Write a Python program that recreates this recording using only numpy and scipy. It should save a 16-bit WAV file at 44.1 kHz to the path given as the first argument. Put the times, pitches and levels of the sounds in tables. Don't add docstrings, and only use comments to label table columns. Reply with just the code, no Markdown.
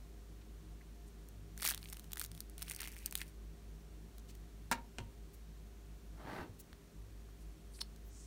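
import sys
import numpy as np
from scipy import signal
from scipy.fft import rfft, irfft, next_fast_len
from scipy.io import wavfile
from scipy.ndimage import map_coordinates

SR = 44100
rng = np.random.default_rng(int(sys.argv[2]) if len(sys.argv) > 2 else 0)


def store_pcm(level_fs):
    pcm = np.round(np.clip(level_fs, -1, 1) * 32767).astype(np.int16)
    wavfile.write(sys.argv[1], SR, np.atleast_2d(pcm).T)


N = 364266


def amp(db):
    return 10 ** (np.asarray(db) / 20)


def unit(x):
    return x / np.sqrt(np.mean(x ** 2) + 1e-20)


def along(points, hz):
    f, values = np.transpose(points)
    return np.interp(np.log(hz + 1), np.log(f + 1), values)


def filtered(x, response):
    size = next_fast_len(x.shape[-1] + 8192)
    return irfft(rfft(x, size) * response(np.fft.rfftfreq(size, 1 / SR)), size)[..., :x.shape[-1]]


def coloured(x, points):
    cepstrum = irfft(np.log(amp(along(points, np.fft.rfftfreq(1024, 1 / SR)))))
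    cepstrum[1:512] *= 2
    cepstrum[513:] = 0
    impulse = irfft(np.exp(rfft(cepstrum)))[:400]
    return signal.fftconvolve(x, impulse / np.linalg.norm(impulse))[:N]


def scatter(times, rows):
    at = np.round(np.asarray(times) * SR).astype(int)[:, None] + np.arange(rows.shape[1])
    return np.bincount(at.ravel(), rows.ravel(), N + SR)[:N]


def bursts(times, db, fast_t60, tail_t60, tail_db):
    t = np.arange(400) / SR
    noise = rng.standard_normal((len(times), len(t)))
    noise[:, 0] = 3 * np.sign(noise[:, 0])
    rows = (amp(-60 * t / fast_t60) + amp(tail_db - 60 * t / tail_t60)) * noise
    attack_size = np.linalg.norm(rows[:, :20], axis=1, keepdims=True)
    return scatter(times, rows * amp(db)[:, None] / attack_size)


def pings(times, db, hz, cycles, rough):
    turns = np.arange(400) / SR * hz[:, None]
    wander = rough * np.cumsum(rng.standard_normal(turns.shape), axis=1)
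    envelope = amp(db[:, None] - 60 * turns / cycles) * (1 - np.exp(-turns / 0.33))
    return scatter(times, envelope * np.sin(2 * np.pi * turns + wander))


# f/Hz, width/Hz, level/dB
MACHINE_RUMBLES = [(48.7, 4.5, -63.5), (100.4, 5.4, -68), (159.7, 11.1, -66), (209.6, 20, -71),
                   (314.4, 14, -74), (373.2, 7.66, -80), (707, 32, -80.5)]
def machine_hum():
    hum_hz, hum_db, whine_hz, whine_db = 53.13, -53.5, 401.5, -73
    t = np.arange(N) / SR
    hum_dip = np.cumsum([6.28, .12, .52, .04])  # start/s, fall/s, hold/s, return/s
    dip_db = -14 * np.interp(t, hum_dip, [0, 1, 1, 0])
    out = np.sqrt(2) * amp(hum_db + dip_db) * np.sin(2 * np.pi * hum_hz * t)
    drift_hz = .5 * map_coordinates(rng.standard_normal(60), [t * 6])
    out += np.sqrt(2) * amp(whine_db) * np.sin(2 * np.pi * np.cumsum(whine_hz + drift_hz) / SR)
    for hz, width, db in MACHINE_RUMBLES:
        rumble = filtered(rng.standard_normal(N), lambda f: np.exp(-2 * ((f - hz) / width) ** 2))
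        out += amp(db + 0.24 * dip_db) * unit(rumble)
    return out


# f/Hz, level/dB
NOISE_FLOOR = [(20, -64), (40, -18.5), (75, -19.5), (125, -25), (250, -26), (430, -31), (500, -34),
               (800, -40.5), (1000, -40.5), (3000, -45.5), (6000, -46.5), (10000, -51), (15700, -52),
               (15950, -90)]
def room_tone():
    return amp(-61.5) * unit(filtered(rng.standard_normal(N), lambda f: amp(along(NOISE_FLOOR, f))))


def swells(table):
    out = np.zeros(N + SR)
    for middle, length, db, hz, octaves in table:
        t = np.arange(-2 * length, 2 * length, 1 / SR)
        grit = rng.standard_normal(len(t))
        grit *= amp(3 * np.repeat(rng.standard_normal(len(t)), 24)[:len(t)])
        band = filtered(grit, lambda f: np.exp(-.5 * (np.log2((f + 1) / hz) / octaves) ** 2))
        envelope = amp(db) * np.exp(-2 * (t / length) ** 2)
        out[round((middle - 2 * length) * SR):][:len(t)] += envelope * unit(band)
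    return out[:N]


# middle t/s, length/s, level/dB, f/Hz, width/octaves
FINGER_STROKES = [(.42, 0.009, -66.5, 2460, .8), (0.814, .007, -62, 1940, 0.26),
                  (1.082, .012, -67.5, 8500, .4), (1.288, 0.0016, -52, 10000, 0.88),
                  (2.043, 0.0031, -54.5, 5000, 2.6), (4.183, 0.0033, -55, 6000, 4.4),
                  (4.197, 0.0039, -61, 6000, 0.57), (4.299, 0.021, -60, 4700, 1.1),
                  (4.353, 0.004, -58.5, 8000, 3.8), (5.345, 0.0162, -62.5, 10000, 1.2),
                  (6.604, 0.016, -55, 11000, 1.2), (7.29, 0.0035, -63, 1190, 0.54),
                  (7.42, .03, -71, 7500, .6), (7.755, 0.021, -62, 4900, 0.36),
                  (7.77, 0.056, -63, 9300, 0.26), (7.792, 0.00374, -57, 1500, 1.3),
                  (7.814, 0.0086, -39.5, 4680, 0.23), (7.815, 0.012, -52, 9400, 0.2),
                  (7.816, 0.0053, -54, 974, 0.204), (8.073, 0.034, -70.5, 13000, .3),
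                  (8.201, 0.12, -62, 6770, 0.38)]
def finger_brushes():
    return swells(FINGER_STROKES)


# f/Hz, level/dB
CRACK_COLOUR = [(3000, -43), (4500, 1.5), (6000, 1.5), (7500, 0.5), (9000, 5), (11000, 2), (15500, 2.5),
                (17000, -33.5)]
# f/Hz, level/dB
WALL_COLOUR = [(300, -29.5), (700, -5.5), (1500, -1), (2200, -4.5), (3300, 4), (4500, 2.5), (6500, -24)]
# t/s, crack level/dB, wall level/dB, wall f/Hz
THREAD_SNAPS = [(1.5773, -31, -41.5, 1500), (1.5995, -41, -35.5, 1990), (1.6207, -25.5, -38, 1730),
                (1.6246, -25, -30, 1400), (1.631, -23.5, -27.5, 2140), (1.64, -35, -38, 3120),
                (1.646, -27, -28, 3000), (1.651, -17, -24, 1810), (1.6585, -33, -23, 3600),
                (1.662, -23, -29, 3200), (1.6676, -28, -29, 1980), (1.6756, -13.5, -30, 3550),
                (1.6786, -35, -28.5, 1950), (1.6881, -15.5, -24, 3900), (1.692, -21, -33, 3100),
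                (1.6953, -26, -23, 3350), (1.703, -19, -36, 4600), (1.7094, -18, -28.5, 1500),
                (1.7156, -27, -30.5, 1470), (1.723, -35, -28.5, 4340), (1.7379, -45, -34, 3300),
                (1.7466, -24.5, -33, 3330), (1.7773, -32.5, -32.5, 4470), (1.829, -39, -34.5, 4100),
                (1.8413, -40, -42, 2000), (1.8575, -49, -38.5, 1980), (1.887, -43, -39.5, 3100),
                (1.9001, -33, -47, 4500), (1.927, -31, -36, 1960), (1.931, -29, -44, 1500),
                (1.9442, -44, -44, 4600), (1.9697, -37, -38, 2880), (1.996, -33, -40, 4630),
                (2.109, -47, -41.5, 3340), (2.1192, -33, -41, 4400), (2.1328, -21.5, -33, 4200),
                (2.1582, -36, -44, 1320), (2.1715, -30, -29, 2070), (2.18, -31, -42, 4500),
                (2.1962, -20.5, -32, 4470), (2.202, -27.5, -38, 4600), (2.2144, -24, -27.5, 1500),
                (2.2257, -41, -54, 4700), (2.236, -35, -46, 2000), (2.2405, -26, -37, 3220),
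                (2.2485, -30, -35, 4000), (2.2614, -32.5, -58, 4500), (2.3163, -36.5, -43, 4570),
                (2.3499, -40.5, -45, 4800), (2.377, -37.5, -45, 4500), (2.4051, -25.5, -36.5, 4400),
                (2.4979, -39, -62, 4600), (2.5806, -32.5, -39, 3000), (2.594, -42, -38, 3230),
                (2.6132, -39.5, -41, 3600), (2.6212, -24, -29, 4660), (2.6266, -23, -31.5, 4500),
                (2.6812, -43, -36.5, 1770), (2.6984, -24.5, -53, 4900), (2.7112, -27, -30, 2580),
                (2.7177, -26, -35, 2780), (2.7366, -34, -48, 2600), (2.748, -30, -48, 2600),
                (2.763, -26.5, -38, 2600), (2.792, -42, -41, 2300), (2.8031, -36, -32, 3560),
                (2.806, -26.5, -52, 2400), (2.8172, -26, -36, 2600), (2.831, -36, -30, 2840),
                (2.8422, -46, -38, 2170), (2.8583, -40, -42, 2500), (2.8748, -29.5, -33, 2600),
                (2.882, -34, -50, 2600), (2.9184, -38, -57, 2500), (2.9248, -39, -55, 4300),
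                (2.966, -40, -37, 2400), (3.0602, -17, -30, 4350), (3.066, -33, -47.5, 4700),
                (3.111, -30, -46, 4500), (3.1253, -27.5, -33, 2530), (3.1539, -17.5, -24, 3740),
                (3.176, -27.5, -44, 3800), (3.186, -33.5, -49, 3900), (3.207, -36, -49, 2300),
                (3.216, -36, -26, 2100), (4.2986, -56, -43.5, 3120), (6.7299, -50, -41.5, 1820),
                (7.8092, -47, -33.5, 4530), (7.8156, -31, -27.5, 4380), (7.962, -46, -51, 4500)]
def thread_snaps():
    times, crack_db, wall_db, hz = np.transpose(THREAD_SNAPS)
    crack = bursts(times, crack_db + 4, fast_t60=.0015, tail_t60=0.01, tail_db=0.5)
    push = bursts(times, wall_db + 3, fast_t60=0.00074, tail_t60=0.021, tail_db=-9.5)
    ring = pings(times, wall_db - 1.5, hz, cycles=10, rough=.22)
    return coloured(crack, CRACK_COLOUR) + coloured(push, WALL_COLOUR) + ring


# middle t/s, length/s, crack level/dB, ring level/dB
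SLIME_TUGS = [(1.59, 0.021, -67, -74), (1.668, 0.065, -40.5, -45.5), (1.87, 0.23, -65, -72),
              (2.22, 0.051, -54.5, -62), (2.38, 0.094, -70, -79), (2.613, 0.044, -59, -63),
              (2.704, 0.054, -57, -56), (2.833, 0.072, -57, -55), (2.967, 0.095, -61.5, -62.5),
              (3.066, 0.037, -67, -61.5), (3.18, 0.0585, -58.5, -63), (3.214, 0.016, -51.5, -50.5),
              (3.278, .04, -65.5, -74)]
def slime_crackle():
    draws = rng.random((6000, 3))
    times = draws[:, 0] * (N / SR)
    size_db = -np.log(1 - .97 * draws[:, 1:]) * [5, 4]
    cracks = bursts(times, size_db[:, 0], fast_t60=0.0044, tail_t60=0.0092, tail_db=-11)
    hz = 2350 * np.exp(.17 * rng.standard_normal(len(times)))
    hz[::3] *= 1.85
    rings = pings(times[::-1], size_db[:, 1], hz, cycles=24, rough=.1)
    t = np.arange(N) / SR
    crack_gain, ring_gain = sum(amp([[crack_db], [ring_db]]) * np.exp(-2 * ((t - middle) / length) ** 2)
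                                for middle, length, crack_db, ring_db in SLIME_TUGS)
    return crack_gain * unit(coloured(cracks, CRACK_COLOUR)) + ring_gain * unit(rings)


# t/s, level/dB, f/Hz
TABLE_BUMPS = [(2.199, -46, 66.4), (6.39, -40, 42), (6.411, -38, 74), (6.494, -38.5, 98), (6.6, -56, 75),
               (6.72, -50, 70)]
def table_bumps():
    attack_s, t60 = 0.0042, 0.094
    out, t = np.zeros(N), np.arange(SR // 5) / SR
    for start, db, hz in TABLE_BUMPS:
        envelope = amp(db - 60 * t / t60) * (1 - np.exp(-t / attack_s))
        out[round(start * SR):][:len(t)] += envelope * np.sin(2 * np.pi * hz * t)
    return out


# f/Hz, level/dB
KNOCK_COLOUR = [(88, -51), (150, -7), (353, -4), (777, -6), (906, -5.5), (1340, -8), (1800, -8),
                (2670, -7.5), (9000, -22), (11700, -56), (19800, -120)]
# f/Hz, level/dB, t60/s
KNOCK_MODES = [(110, -5.5, 0.12), (239, -5.5, 0.065), (264, -7, 0.11), (370, -1.5, 0.049), (520, -6, 0.064),
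               (930.5, 4, 0.13), (1870, -7, 0.04)]
# t/s, level/dB, treble offset/dB, ring offset/dB
MOULD_CONTACTS = [(4.7142, -22, 6.5, -26.5), (4.7195, -34, -0.5, -19), (4.7233, -28, 5, -24),
                  (4.728, -29, 4, -27), (4.7329, -42, -8, -9), (4.9844, -30, -12.5, -8),
                  (4.99, -44.5, -14.5, 11), (5.003, -48.5, -14.5, 14.5)]
def mould_drop():
    times, db, treble_db, ring_offset_db = np.transpose(MOULD_CONTACTS)
    knock = bursts(times, db + 9.5, fast_t60=0.017, tail_t60=0.031, tail_db=-7)
    crack = bursts(times, db + treble_db - 1.5, fast_t60=.006, tail_t60=.03, tail_db=-11)
    out = coloured(knock, KNOCK_COLOUR) + coloured(crack, CRACK_COLOUR)
    t = np.arange(SR // 4) / SR
    tilts = .55 * treble_db
    for start, ring_db, tilt in zip(times, db + ring_offset_db, tilts):
        for hz, mode_db, t60 in KNOCK_MODES:
            struck_db = ring_db + mode_db + tilt * np.log2(hz / 100) + rng.normal(0, 1.5)
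            wander = 0.0096 * np.cumsum(rng.standard_normal(len(t)))
            ring = amp(struck_db - 60 * t / t60) * np.sin(2 * np.pi * hz * t + wander)
            out[round(start * SR):][:len(t)] += ring
    return out


# middle t/s, length/s, level/dB, f/Hz, width/octaves
MOULD_CHATTER = [(4.7255, .009, -35.5, 1720, 0.33), (4.7245, 0.0083, -39.5, 6300, 0.48)]
def mould_chatter():
    return swells(MOULD_CHATTER)


# f/Hz, width/Hz, level/dB
BOX_RESONANCES = [(152, 40, 4), (293, 110, 7), (764, 200, 6), (1210, 220, -0.5), (1570, 95, 0),
                  (1850, 230, -3), (2360, 450, -12), (3420, 1600, -15)]
# t/s, level/dB
BOX_DRAG = [(6.13, -78), (6.2, -57), (6.25, -55), (6.29, -48), (6.39, -46), (6.43, -49.5), (6.46, -66),
            (6.54, -85)]
def box_slide():
    friction = rng.standard_normal(N) * amp(2.9 * np.repeat(rng.standard_normal(N // 100), 120)[:N])
    body = lambda f: np.sqrt(sum(amp(2 * db) / (1 + ((f - hz) / width) ** 4)
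                                 for hz, width, db in BOX_RESONANCES))
    grit = amp(-23.5) * unit(coloured(rng.standard_normal(N), CRACK_COLOUR))
    drag_db = np.interp(np.arange(N) / SR, *np.transpose(BOX_DRAG), left=-120, right=-120)
    return amp(drag_db) * (unit(filtered(friction, body)) + grit)


# f/Hz, t60/s
ROOM_DECAY = [(200, 0.5), (1500, 0.18), (4000, 0.17), (8000, 0.077), (15000, 0.11)]
def in_room(x, tail_db):
    hz, t, noise = signal.stft(rng.standard_normal(SR // 2), SR, nperseg=256)
    tail = signal.istft(noise * amp(-60 * t / along(ROOM_DECAY, hz)[:, None]), SR, nperseg=256)[1]
    return x + amp(tail_db) * signal.fftconvolve(np.pad(x, (250, 0)), tail / np.linalg.norm(tail))[:N]


def scene():
    hands = in_room(finger_brushes() + thread_snaps() + slime_crackle(), tail_db=-18.5)
    mould = in_room(mould_drop() + mould_chatter(), tail_db=-11.0)
    box = in_room(box_slide(), tail_db=-8.5)
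    return (machine_hum() + room_tone() + hands + table_bumps() + mould + box)[None]


# f/Hz, width/Hz, level/dB
MIC_HOUSING = [(4940, 346, -3), (8860, 940, 1.5), (10410, 300, -4)]
def record(dry):
    top_hz = 16850
    housing_db = lambda f: sum(db * np.exp(-2 * ((f - hz) / width) ** 2) for hz, width, db in MIC_HOUSING)
    return filtered(dry, lambda f: amp(housing_db(f)) * (f < top_hz))


dry = scene()
out = record(dry)
store_pcm(out)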